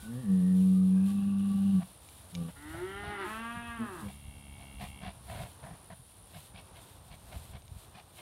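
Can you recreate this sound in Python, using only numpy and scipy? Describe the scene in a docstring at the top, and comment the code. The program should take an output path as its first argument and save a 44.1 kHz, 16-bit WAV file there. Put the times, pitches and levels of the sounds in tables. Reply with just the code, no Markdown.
"""A near cow hums a long closed-mouth moo and grunts, as cattle crowd at a gate in a summer paddock.
Two others bawl open-mouthed over each other and one growls: vocal-fold harmonics pass through throat resonances.
Snorts are fluttering turbulence, whistles are narrow-band resonances, and hooves thud as damped pushes on turf.
The gate clicks in decaying modes, shaped noise makes rustling grass and a light breeze,
and two bush crickets buzz high as frequency-swept tones."""
import sys
import numpy as np
from scipy import signal
from scipy.fft import rfft, irfft, next_fast_len
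from scipy.io import wavfile
from scipy.ndimage import uniform_filter1d, map_coordinates

SR = 44100
rng = np.random.default_rng(int(sys.argv[2]) if len(sys.argv) > 2 else 0)


def persist_wave(psi):
    """Save psi, clipped to +-1, as 16-bit WAV."""
    counts = np.round(np.clip(psi, -1, 1) * 32767).astype(np.int16)
    wavfile.write(sys.argv[1], SR, np.atleast_2d(counts).T)


N = 362047
T = np.arange(N) / SR

# low-frequency noise spectrum of breeze and hoof scuffs: f/Hz, relative level/dB
RUMBLE = [(20, -28), (40, -2), (58, 1.5), (90, 1.5), (150, -9), (250, -20), (500, -47.5)]


def undb(db):
    """Amplitude ratio: 20 dB are a factor of ten."""
    return 10 ** (np.asarray(db) / 20)


def unit(x):
    """Normalisation by effective value: scale to rms 1."""
    return x / np.sqrt(np.mean(x ** 2) + 1e-20)


def curves(table, t):
    """Linear interpolation: the columns of a table at times t."""
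    s, *columns = np.transpose(table)
    return [np.interp(t, s, c) for c in columns]


def response(shape, hz):
    """Transfer function: the gain of a (f/Hz, level/dB) shape, interpolated over log frequency."""
    f, db = np.transpose(shape)
    return undb(np.interp(np.log(hz + 1), np.log(f), db))


def colour(x, shape):
    """Spectral filtering: weight each frequency by a shape that falls away beyond its ends; rms 1."""
    size = next_fast_len(len(x))
    hz = np.arange(size // 2 + 1) * SR / size + 0.00092  # the offset avoids division by zero
    top = 1 / (1 + (hz / shape[-1][0]) ** 12)
    bottom = 1 / (1 + (.5 * shape[0][0] / hz) ** 4)
    spectrum = rfft(x, size) * response(shape, hz) * top * bottom
    return unit(irfft(spectrum, size)[:len(x)])


def walk(t, rate):
    """Band-limited chance: a smooth curve through `rate` random values a second, spread about 1."""
    steps = (t - t[0]) * rate
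    grid = np.arange(0, steps[-1] + 1, 1 / 10)
    values = rng.standard_normal(int(steps[-1]) + 2)
    smooth = map_coordinates(values, [grid], order=2, mode="nearest")
    return np.interp(steps, grid, smooth)


def span(start, end):
    """Uniform sampling: the sample times from start to end."""
    return np.arange(int(start * SR), int(end * SR)) / SR


def swell(t, edge, release=None):
    """Sine-squared envelope: opens over `edge` seconds, closes over `release` (the same unless given)."""
    opening = np.minimum((t - t[0]) / edge, (t[-1] - t) / (release or edge))
    return np.sin(np.pi / 2 * np.clip(opening, 0, 1)) ** 2


def add(out, t, x):
    """Superposition: mix x into out at its own times."""
    index = int(round(t[0] * SR)) + np.arange(len(x))
    inside = (index >= 0) & (index < N)
    out[index[inside]] += x[inside]


def yard(x, t60_s=0.3, wet_db=-17):
    """Diffuse reverberation: sheds and trees return faint scattered echoes that decay exponentially."""
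    t = span(0, .6)
    tail = rng.standard_normal(len(t)) * np.exp(-np.log(1000) * t / t60_s) * (t > .012)
    tail = colour(tail, [(150, -5.0), (500, -12), (2000, -8.5), (7000, -5.5)]) / np.sqrt(len(t))
    return x + undb(wet_db) * signal.fftconvolve(x, tail)[:N]


def countryside():
    """Broadband ambience: distant sound is noise weighted towards the bass, with a drifting level."""
    # spectrum of the far countryside: f/Hz, relative level/dB
    far_shape = [(24, -24), (40, -10), (81, 2.5), (252, -11), (448, -12.5), (668, -10.5), (974, -11.5),
                 (2160, -25.5), (3760, -26.5), (6410, -31), (8000, -33.5), (10400, -66.5), (17600, -120)]
    return colour(rng.standard_normal(N), far_shape) * undb(-58.5 + 2.3 * walk(T, 6))


def breeze():
    """Wind noise: turbulence at the microphone gives a gusting low-frequency rumble."""
    # gusts of the breeze: t/s, level/dB
    gusts = [(0, -55), (.6, -62), (2.1, -62), (2.55, -56.5), (2.8, -50.5), (3.2, -58), (3.8, -56.5),
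             (4.1, -55), (5.2, -55), (5.4, -43.5), (5.55, -60.5), (6.3, -64), (7.5, -54.5), (8.2, -69)]
    [wind_db] = curves(gusts, T)
    return colour(rng.standard_normal(N), RUMBLE) * undb(wind_db + 2.0 * walk(T, 13))


def grass():
    """Incoherent summation: crackling of dry blades and swishes add as powers, shaping impulsive noise."""
    # legs and tails swishing through dry grass: middle t/s, length/s, level/dB
    swishes = [(0.02, 0.17, -57), (0.634, 0.34, -58.5), (1.1, 0.16, -56), (1.65, 0.69, -62),
               (2.128, 0.32, -61), (2.724, 0.6, -62.5), (3.313, 0.26, -56), (4.017, 0.38, -57),
               (4.849, 0.19, -58.5), (5.39, 0.37, -56), (6.398, 0.31, -58.5), (6.87, 0.31, -60),
               (7.412, 0.44, -59), (7.815, 0.11, -57), (8.175, 0.12, -58)]
    # spectrum of dry blades: f/Hz, relative level/dB
    rustle = [(1500, -6.5), (2500, -1), (3700, 3.5), (5000, -5), (6500, -7.5), (9000, 2.5), (11500, 1.5),
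              (13500, -4.5), (16000, -4.5)]
    # the rustle between swishes dies down as the herd settles
    grass_db, fade_db_per_s = -61, 0.5
    drift_db = .8 * walk(T, 5)
    power = undb(grass_db - fade_db_per_s * T + drift_db) ** 2
    for middle, length, db in swishes:
        t = span(middle - length / 2, middle + length / 2)
        add(power, t, undb(db) ** 2 * swell(t, length / 2))
    # exponential chance in decibels makes a few samples stand out as crackles
    crackle_db = np.minimum(2.4 * rng.exponential(size=N), 19)
    blades = rng.standard_normal(N) * undb(crackle_db)
    flicker_db = 1.2 * walk(T, 35)
    return colour(blades, rustle) * np.sqrt(power) * undb(flicker_db)


def cricket(stroke_hz, base_hz, arch_hz, scatter_hz):
    """Stridulation: each wing stroke speeds up and slows down, so the tooth rate draws an arch."""
    stroke = np.cumsum(stroke_hz * (1 + 0.0091 * walk(T, 20))) / SR % 1
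    arch = np.sin(np.pi * np.minimum(stroke / 0.74, 1))  # silent for the rest of the stroke
    hz = base_hz + arch_hz * arch + scatter_hz * walk(T, 1500)
    tone = np.sqrt(abs(arch)) * np.sin(2 * np.pi * np.cumsum(hz) / SR)
    return unit(tone) * undb(1.1 * walk(T, 30))


def crickets():
    """Two independent stridulators: a near one sings in bouts; a farther, lower one never stops."""
    # near cricket's bouts of song: start t/s, end t/s, level/dB
    bouts = [(-.1, 6.3, -63), (6.44, 6.85, -65.5)]
    gate = np.zeros(N)
    for start, end, db in bouts:
        t = span(start, end)
        add(gate, t, undb(db) * swell(t, 0.03))
    near = gate * cricket(stroke_hz=67.7, base_hz=9123, arch_hz=890, scatter_hz=89.7)
    return near + undb(-68) * cricket(stroke_hz=70, base_hz=8750, arch_hz=400, scatter_hz=220)


def clicks(crack=0.47, crack_s=0.0012):
    """Impact excitation: a short noisy crack with a ring of exponentially damped modes."""
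    # gate latch and dry stalks: t/s, peak level/dB
    strikes = [(2.088, -41.5), (2.345, -45), (2.351, -29.5), (2.356, -35), (7.621, -48), (7.68, -45.5)]
    # modes of the ring: f/Hz, relative level/dB, t60/s
    modes = [(2330, -1, 0.026), (2850, 3, 0.01), (3750, 8, 0.0074), (5300, 4, 0.0068), (5940, -5, 0.02),
             (6620, 3, 0.0088)]
    out, t = np.zeros(N), span(0, .05)
    for start, db in strikes:
        ring = 0
        for hz, mode_db, t60 in modes:
            mode = np.sin(2 * np.pi * (hz * t + rng.random()))
            ring = ring + undb(mode_db) * mode * np.exp(-np.log(1000) * t / t60)
        click = ring + crack * rng.standard_normal(len(t)) * np.exp(-t / crack_s)
        add(out, t + start, click / abs(click).max() * undb(db))
    return out


def hooves(decay_s=0.018, push_s=0.0036, scuff=0.65, gain_db=-3):
    """Heavily damped oscillation: each hoof gives the turf a soft push that soon dies out."""
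    # heavy hoof falls: t/s, level/dB before gain_db, f/Hz
    falls = [(2.779, -40, 104), (3.071, -42, 142), (3.56, -37, 188), (4.06, -43, 90), (4.274, -42, 82),
             (4.739, -40, 57), (5.07, -44, 72.7), (5.379, -48, 75.4), (5.709, -38, 174), (5.988, -44, 120),
             (6.359, -43, 149), (6.537, -45, 184), (7.107, -45, 105), (7.349, -34, 63), (7.494, -39.5, 56),
             (7.542, -36, 73.6), (7.713, -36.5, 89), (7.756, -36, 62.6)]
    out, t = np.zeros(N), span(0, 0.12)
    for start, db, hz in falls:
        thud = np.sin(2 * np.pi * hz * t) + scuff * colour(rng.standard_normal(len(t)), RUMBLE)
        shape = (1 - np.exp(-t / push_s)) * np.exp(-t / decay_s)
        add(out, t + start, -thud * shape / shape.max() * undb(db + gain_db))
    return out


def snorts(attack_share=0.34, release_share=0.41):
    """Modulated turbulence: air blasts flapping nostrils; wet snorts burst open, dry hissing ones swell."""
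    # blasts: t/s, length/s, flutter level/dB, hiss level/dB relative to the flutter
    blasts = [(1.799, 0.048, -50.5, -12), (2.476, 0.043, -52.5, -7), (2.734, .1, -48.5, -14),
              (3.02, 0.12, -45.5, -12), (4.064, 0.06, -52.5, -7), (4.575, 0.087, -56, -7),
              (4.784, 0.1, -44, -8.5), (4.999, .13, -43.5, -8), (5.254, .26, -44, -9.5),
              (5.628, 0.036, -45.5, -16.5), (5.657, 0.12, -50.5, -17), (5.901, 0.049, -46.5, -16),
              (6.327, 0.072, -51.5, -4.5), (6.53, .1, -56.5, 1.5), (6.737, 0.084, -56, -3),
              (7.093, 0.073, -54, -4), (7.305, .08, -51.5, -5.5), (7.518, 0.073, -54, -5.5),
              (7.928, .1, -53, -4), (8.153, 0.13, -54, -0.5)]
    # nostril flutter shaped by the long nasal passages: f/Hz before the flare, relative level/dB
    flutter_shape = [(110, 1.5), (180, 4.5), (300, -21), (560, -12), (680, 2), (780, -1), (890, -19.5),
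                     (980, -5), (1280, -19.5), (1520, -14), (2000, -14), (3000, -47)]
    # hiss from the same passages: f/Hz before the flare, relative level/dB
    hiss_shape = [(900, 3.5), (1400, -2.5), (1770, 2.5), (1980, -30), (2230, 12.5), (2450, 3), (2760, 7),
                  (3080, 1.5), (3250, 6.5), (3500, 3.5), (3750, 1.5), (4000, 2.5), (4600, -3.5),
                  (7000, -21)]
    out = np.zeros(N)
    for start, length, db, hiss_db in blasts:
        t = span(start, start + length)
        flap = undb(2.8 * walk(t, 220))
        # the nostrils flare differently each time, which shifts their resonances but not the levels
        flare = np.array([1 + .045 * rng.standard_normal(), 1])
        flutter = colour(rng.standard_normal(len(t)) * flap, flare * flutter_shape)
        hiss = colour(rng.standard_normal(len(t)) * flap, flare * hiss_shape)
        dryness = np.clip((hiss_db + 16) / 8, .12, 1)
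        envelope = swell(t, length * attack_share * dryness, release_share * length)
        add(out, t, (flutter + undb(hiss_db) * hiss) * undb(db) * envelope)
    return out


def whistles():
    """Narrow-band noise: air in a narrow passage rings one gliding resonance, half tone and half hiss."""
    # wheezes in nose and throat: t/s, length/s, first f/Hz, last f/Hz, random changes/Hz, level/dB
    wheezes = [(-.04, 0.157, 1520, 1464, 75.6, -58.5), (.08, .5, 1780, 1850, 270, -64.5),
               (.72, 0.14, 1200, 1250, 70, -65.5), (0.92, 0.23, 1620, 1600, 130, -69),
               (.85, 1, 2520, 2950, 350, -66.5), (2.826, .2, 3240, 3100, 241, -60)]
    out = np.zeros(N)
    for start, length, first_hz, last_hz, change_hz, db in wheezes:
        t = span(start, start + length)
        angle = 2 * np.pi * np.cumsum(np.linspace(first_hz, last_hz, len(t))) / SR
        ring = walk(t, change_hz) * np.sin(angle) + walk(t, change_hz) * np.cos(angle)
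        add(out, t, unit(ring) * undb(db) * swell(t, 0.14 * length))
    return out


def folds(t, hz, jitter):
    """Quasi-periodic oscillation: phase of the vocal folds in cycles, with random frequency jitter."""
    return np.cumsum(hz * (1 + jitter * walk(t, 90))) / SR


def voiced(phase, hz, throat, split_hz, spread, waver_db):
    """Source-filter theory: fold harmonics through the throat, split into (chest part, mouth part)."""
    t = np.arange(len(hz)) / SR
    slow_t, slow_hz = t[::32], hz[::32]  # gains change slowly, so a coarse time grid serves
    chest, mouth = 0, 0
    for k in range(1, int(throat[-1][0] / np.mean(hz)) + 1):
        low = 1 / (1 + (k * slow_hz / split_hz) ** 8)
        # the soft tongue and palate quiver, so each upper harmonic wavers by itself
        waver = undb(waver_db * (1 - low) * walk(slow_t, 45.1))
        gain = response(throat, k * slow_hz) * waver
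        # the throat delays each harmonic differently, which spreads the pulse
        wave = np.cos(2 * np.pi * k * phase + spread * rng.standard_normal())
        chest = chest + wave * np.interp(t, slow_t, gain * low)
        mouth = mouth + wave * np.interp(t, slow_t, gain * (1 - low))
    return chest, mouth


def puffs(phase, throat, open_share):
    """Pulsed turbulence: airflow noise bursts once a fold cycle and decays within it."""
    return colour(rng.standard_normal(len(phase)) * np.exp(-(phase % 1) / open_share), throat)


def open_moo(t, hz, chest_db, mouth_db, hoarse, throat, jitter, waver_db, air_db, spread, shimmer=0.089):
    """Open-tract resonance: chest tone plus bright mouth; hoarseness shakes the folds and leaks air."""
    out = np.zeros(N)
    phase = folds(t, hz, jitter * hoarse)
    chest, mouth = voiced(phase, hz, throat, split_hz=470, spread=spread, waver_db=waver_db)
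    air = hoarse * undb(air_db) * puffs(phase, throat, open_share=1.0)
    mouth = unit(mouth) * (1 + shimmer * walk(t, 118.7)) + air
    call = unit(chest) * undb(chest_db) + mouth * undb(mouth_db)
    add(out, t, call * swell(t, 0.02))
    return out


def growl():
    """Low-rate pulsation: slow, crisp fold pulses grow brighter over a steady chest tone."""
    # throat response: f/Hz, relative level/dB
    throat = [(65, -1), (140, -5.5), (210, -5.5), (300, -15), (500, -46), (800, -9), (1200, -30),
              (1900, -26), (2230, -3.5), (2500, -31), (2760, -1.5), (2950, -21), (3230, -7.5), (3700, -31)]
    start_hz, sag_hz_per_s = 71.5, 3.7
    drop_hz, drop_s = 4.5, 0.0388  # the pitch falls away at the very end
    t = span(4.03, 5.11)
    age = t - t[0]
    hz = start_hz - sag_hz_per_s * age - drop_hz * np.exp((t - t[-1]) / drop_s)
    mouth_db = -64.5 + 7 * age
    return open_moo(t, hz, -53.5, mouth_db, 0.13, throat, jitter=.016, waver_db=1.5, air_db=2, spread=.25)


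def bawl(table, throat, chest_db, boom_db, chest_attack_s, chest_release_s, hoarse, end_hoarse, air_db,
         waver_db, closing_s):
    """Resonant coupling: the chest tone builds, then booms near resonance; the end is hoarse and dull."""
    # the chest booms whenever the second harmonic glides through the throat's lowest resonance
    boom_hz, boom_width_hz = 368, 59
    t = span(table[0][0], table[-1][0])
    hz, db = curves(table, t)
    boom = 1 / (1 + (2 * (2 * hz - boom_hz) / boom_width_hz) ** 2)
    build_db = 20 * np.log10(swell(t, chest_attack_s, chest_release_s) + 1e-6)
    # the voice turns hoarse as its breath runs out
    breathless = np.exp(-((t - t[-1]) / .17) ** 2)
    hoarseness = hoarse + (end_hoarse - hoarse) * breathless
    call = open_moo(t, hz, db + chest_db + boom_db * boom + build_db, db, hoarseness, throat,
                    jitter=0.0181, waver_db=waver_db, air_db=air_db, spread=1.12)
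    # the closing mouth muffles the call
    muffled = signal.sosfiltfilt(signal.butter(2, 1900, fs=SR, output="sos"), call)
    closing = np.clip(1 + (T - t[-1]) / closing_s, 0, 1)
    return call + closing * (muffled - call)


def first_bawl():
    """Formant filtering: an arched call whose chest tone enters fast and booms strongly."""
    # arch of the call: t/s, f/Hz, level/dB
    arch = [(2.55, 138.7, -60), (2.66, 150.9, -53), (2.75, 164.4, -49), (2.87, 190.2, -49),
            (3.0, 203.3, -43.5), (3.12, 207.1, -41.5), (3.23, 191.5, -40.5), (3.32, 150.8, -55),
            (3.36, 134, -70)]
    # throat response: f/Hz, relative level/dB
    throat = [(150, -26), (300, 13.5), (410, 2), (480, -22), (740, -6.5), (830, 2.5), (910, 3), (1020, -9),
              (1200, -3.5), (1400, 4.5), (1620, -5), (1900, 3), (2250, -8.5), (2500, -18), (2900, -8.5),
              (3200, -19), (3500, -15.5), (5200, -34.5)]
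    return bawl(arch, throat, chest_db=-5.5, boom_db=18.5, chest_attack_s=0.037, chest_release_s=0.27,
                hoarse=0.1, end_hoarse=0.24, air_db=8, waver_db=2.5, closing_s=0.097)


def second_bawl():
    """Formant filtering: a higher arched call whose chest tone builds slowly and whose end is very hoarse."""
    # arch of the call: t/s, f/Hz, level/dB
    arch = [(3.1, 176.8, -55), (3.18, 194, -49.5), (3.3, 214.7, -41.5), (3.42, 229, -41.5),
            (3.56, 236.8, -42.5), (3.76, 232.4, -44), (3.87, 205, -46), (4.0, 157.9, -51),
            (4.08, 137.3, -62.5)]
    # throat response: f/Hz, relative level/dB
    throat = [(150, -4), (195, -13.5), (230, -4), (370, -2), (470, -18.5), (700, -7), (940, -2),
              (1250, 4.5), (1420, -4.5), (1660, 1), (2150, -12.5), (2400, -13), (2650, -5.5), (2850, -12.5),
              (3250, -13.5), (3550, -19.5), (5500, -45)]
    return bawl(arch, throat, chest_db=-4.5, boom_db=4.5, chest_attack_s=0.28, chest_release_s=0.026,
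                hoarse=.11, end_hoarse=.85, air_db=3, waver_db=2.05, closing_s=0.35)


def closed_moo(t, hz, rough, upper_db, rasp_db, fundamental_db):
    """Closed-tract resonance: lips shut, the head rings near the second harmonic; air rasps in the nose."""
    # response of head and nose to the folds: f/Hz, relative level/dB
    nose = [(50, -35), (95, -22.5), (125, -10.5), (180, 1.5), (232, -3.5), (280, -27), (375, -34),
            (465, -30), (515, -31.5), (560, -48), (900, -60.5), (1230, -54), (1500, -74)]
    # spectrum of the rasping air: f/Hz, relative level/dB
    rasp_shape = [(400, -7.5), (700, -18), (790, 3), (880, -25), (1070, -10.5), (1160, 7), (1260, -22),
                  (1420, -9.5), (1800, -16.5), (2150, -35), (2700, -11.5), (3400, -16.5), (4000, -17.5),
                  (5000, -25)]
    phase = folds(t, hz, jitter=0.0033 + 0.049 * rough)
    low, upper = voiced(phase, hz, nose, split_hz=430, spread=0.86, waver_db=2)
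    fundamental = signal.sosfiltfilt(signal.butter(4, 135, fs=SR, output="sos"), low)
    tone = low + (undb(fundamental_db) - 1) * fundamental + undb(upper_db) * upper
    # hold the local rms near 1 whatever the harmonic balance
    tone = tone / np.sqrt(uniform_filter1d(tone ** 2, size=1400) + 1e-9)
    tremble = 1 + rough * (1.17 * walk(t, 55) + 0.34 * walk(t, 220))
    rasp = puffs(phase, rasp_shape, open_share=0.45) * undb(1.7 * walk(t, 45) + rasp_db)
    # a strained, rough voice rasps most
    return tone * tremble + rasp * np.clip(0.51 + 3 * rough, 0, 1)


def near_cow():
    """Phonation under changing strain: one long hum that turns strained halfway, and three grunts."""
    # closed-mouth moo: t/s, f/Hz, level/dB
    moo = [(0.025, 102.5, -43), (0.15, 122, -37.5), (0.215, 131, -42), (0.265, 101, -34),
           (0.305, 95, -24.8), (0.42, 91.3, -25), (0.62, 93.6, -23), (0.97, 93.7, -24.3), (1.12, 99.3, -32),
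           (1.72, 98.3, -29.3), (1.79, 91, -24.7), (1.84, 84, -50)]
    # grunts: t/s, length/s, first f/Hz, last f/Hz, level/dB,
    # then gains before levelling: upper harmonics/dB, fundamental/dB
    short_grunts = [(2.31, 0.22, 89.3, 79.4, -34, 14.5, 12), (3.773, 0.11, 114.8, 117, -33, 8.5, -10),
                    (4.004, 0.098, 112.2, 95.4, -39, 17, 9)]
    out, t = np.zeros(N), span(moo[0][0], moo[-1][0])
    hz, db = curves(moo, t)
    # the hum starts gruff, settles and dulls as the lips close, then turns strained and raspy
    age = t - t[0]
    strain = np.clip((t - 1.02) / 0.069, 0, 1)
    rough = .03 + 0.19 * np.exp(-age / 0.15) + 0.15 * strain
    # subtracting db keeps the rasp independent of the hum's level
    hum = closed_moo(t, hz, rough, upper_db=11 - 19.5 * age, rasp_db=-62.5 + 6 * strain - db,
                     fundamental_db=5.5 * strain)
    add(out, t, hum * undb(db) * swell(t, 0.0079))
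    for start, length, first_hz, last_hz, db, upper_db, fundamental_db in short_grunts:
        t = span(start, start + length)
        hz = np.linspace(first_hz, last_hz, len(t))
        grunt = closed_moo(t, hz, rough=0.21, upper_db=upper_db, rasp_db=-24.5, fundamental_db=fundamental_db)
        add(out, t, grunt * undb(db) * swell(t, 0.43 * length))
    return out


def scene():
    """Linear superposition: the paddock, the gate and the herd, with more echo on the bawls."""
    paddock = breeze() + grass() + countryside()
    bawls = yard(first_bawl() + second_bawl(), wet_db=-12)
    others = yard(near_cow() + whistles() + growl() + snorts() + clicks(), wet_db=-20.0)
    return (bawls + others + hooves() + crickets() + paddock)[None]


def record(dry):
    """Band limitation: a small microphone loses the deepest bass; the recorder cuts the top."""
    thin = signal.sosfilt(signal.butter(3, 40, "high", fs=SR, output="sos"), dry)
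    return signal.sosfilt(signal.ellip(10, .2, 70, 15750, fs=SR, output="sos"), thin)


dry = scene()
out = record(dry)
persist_wave(out)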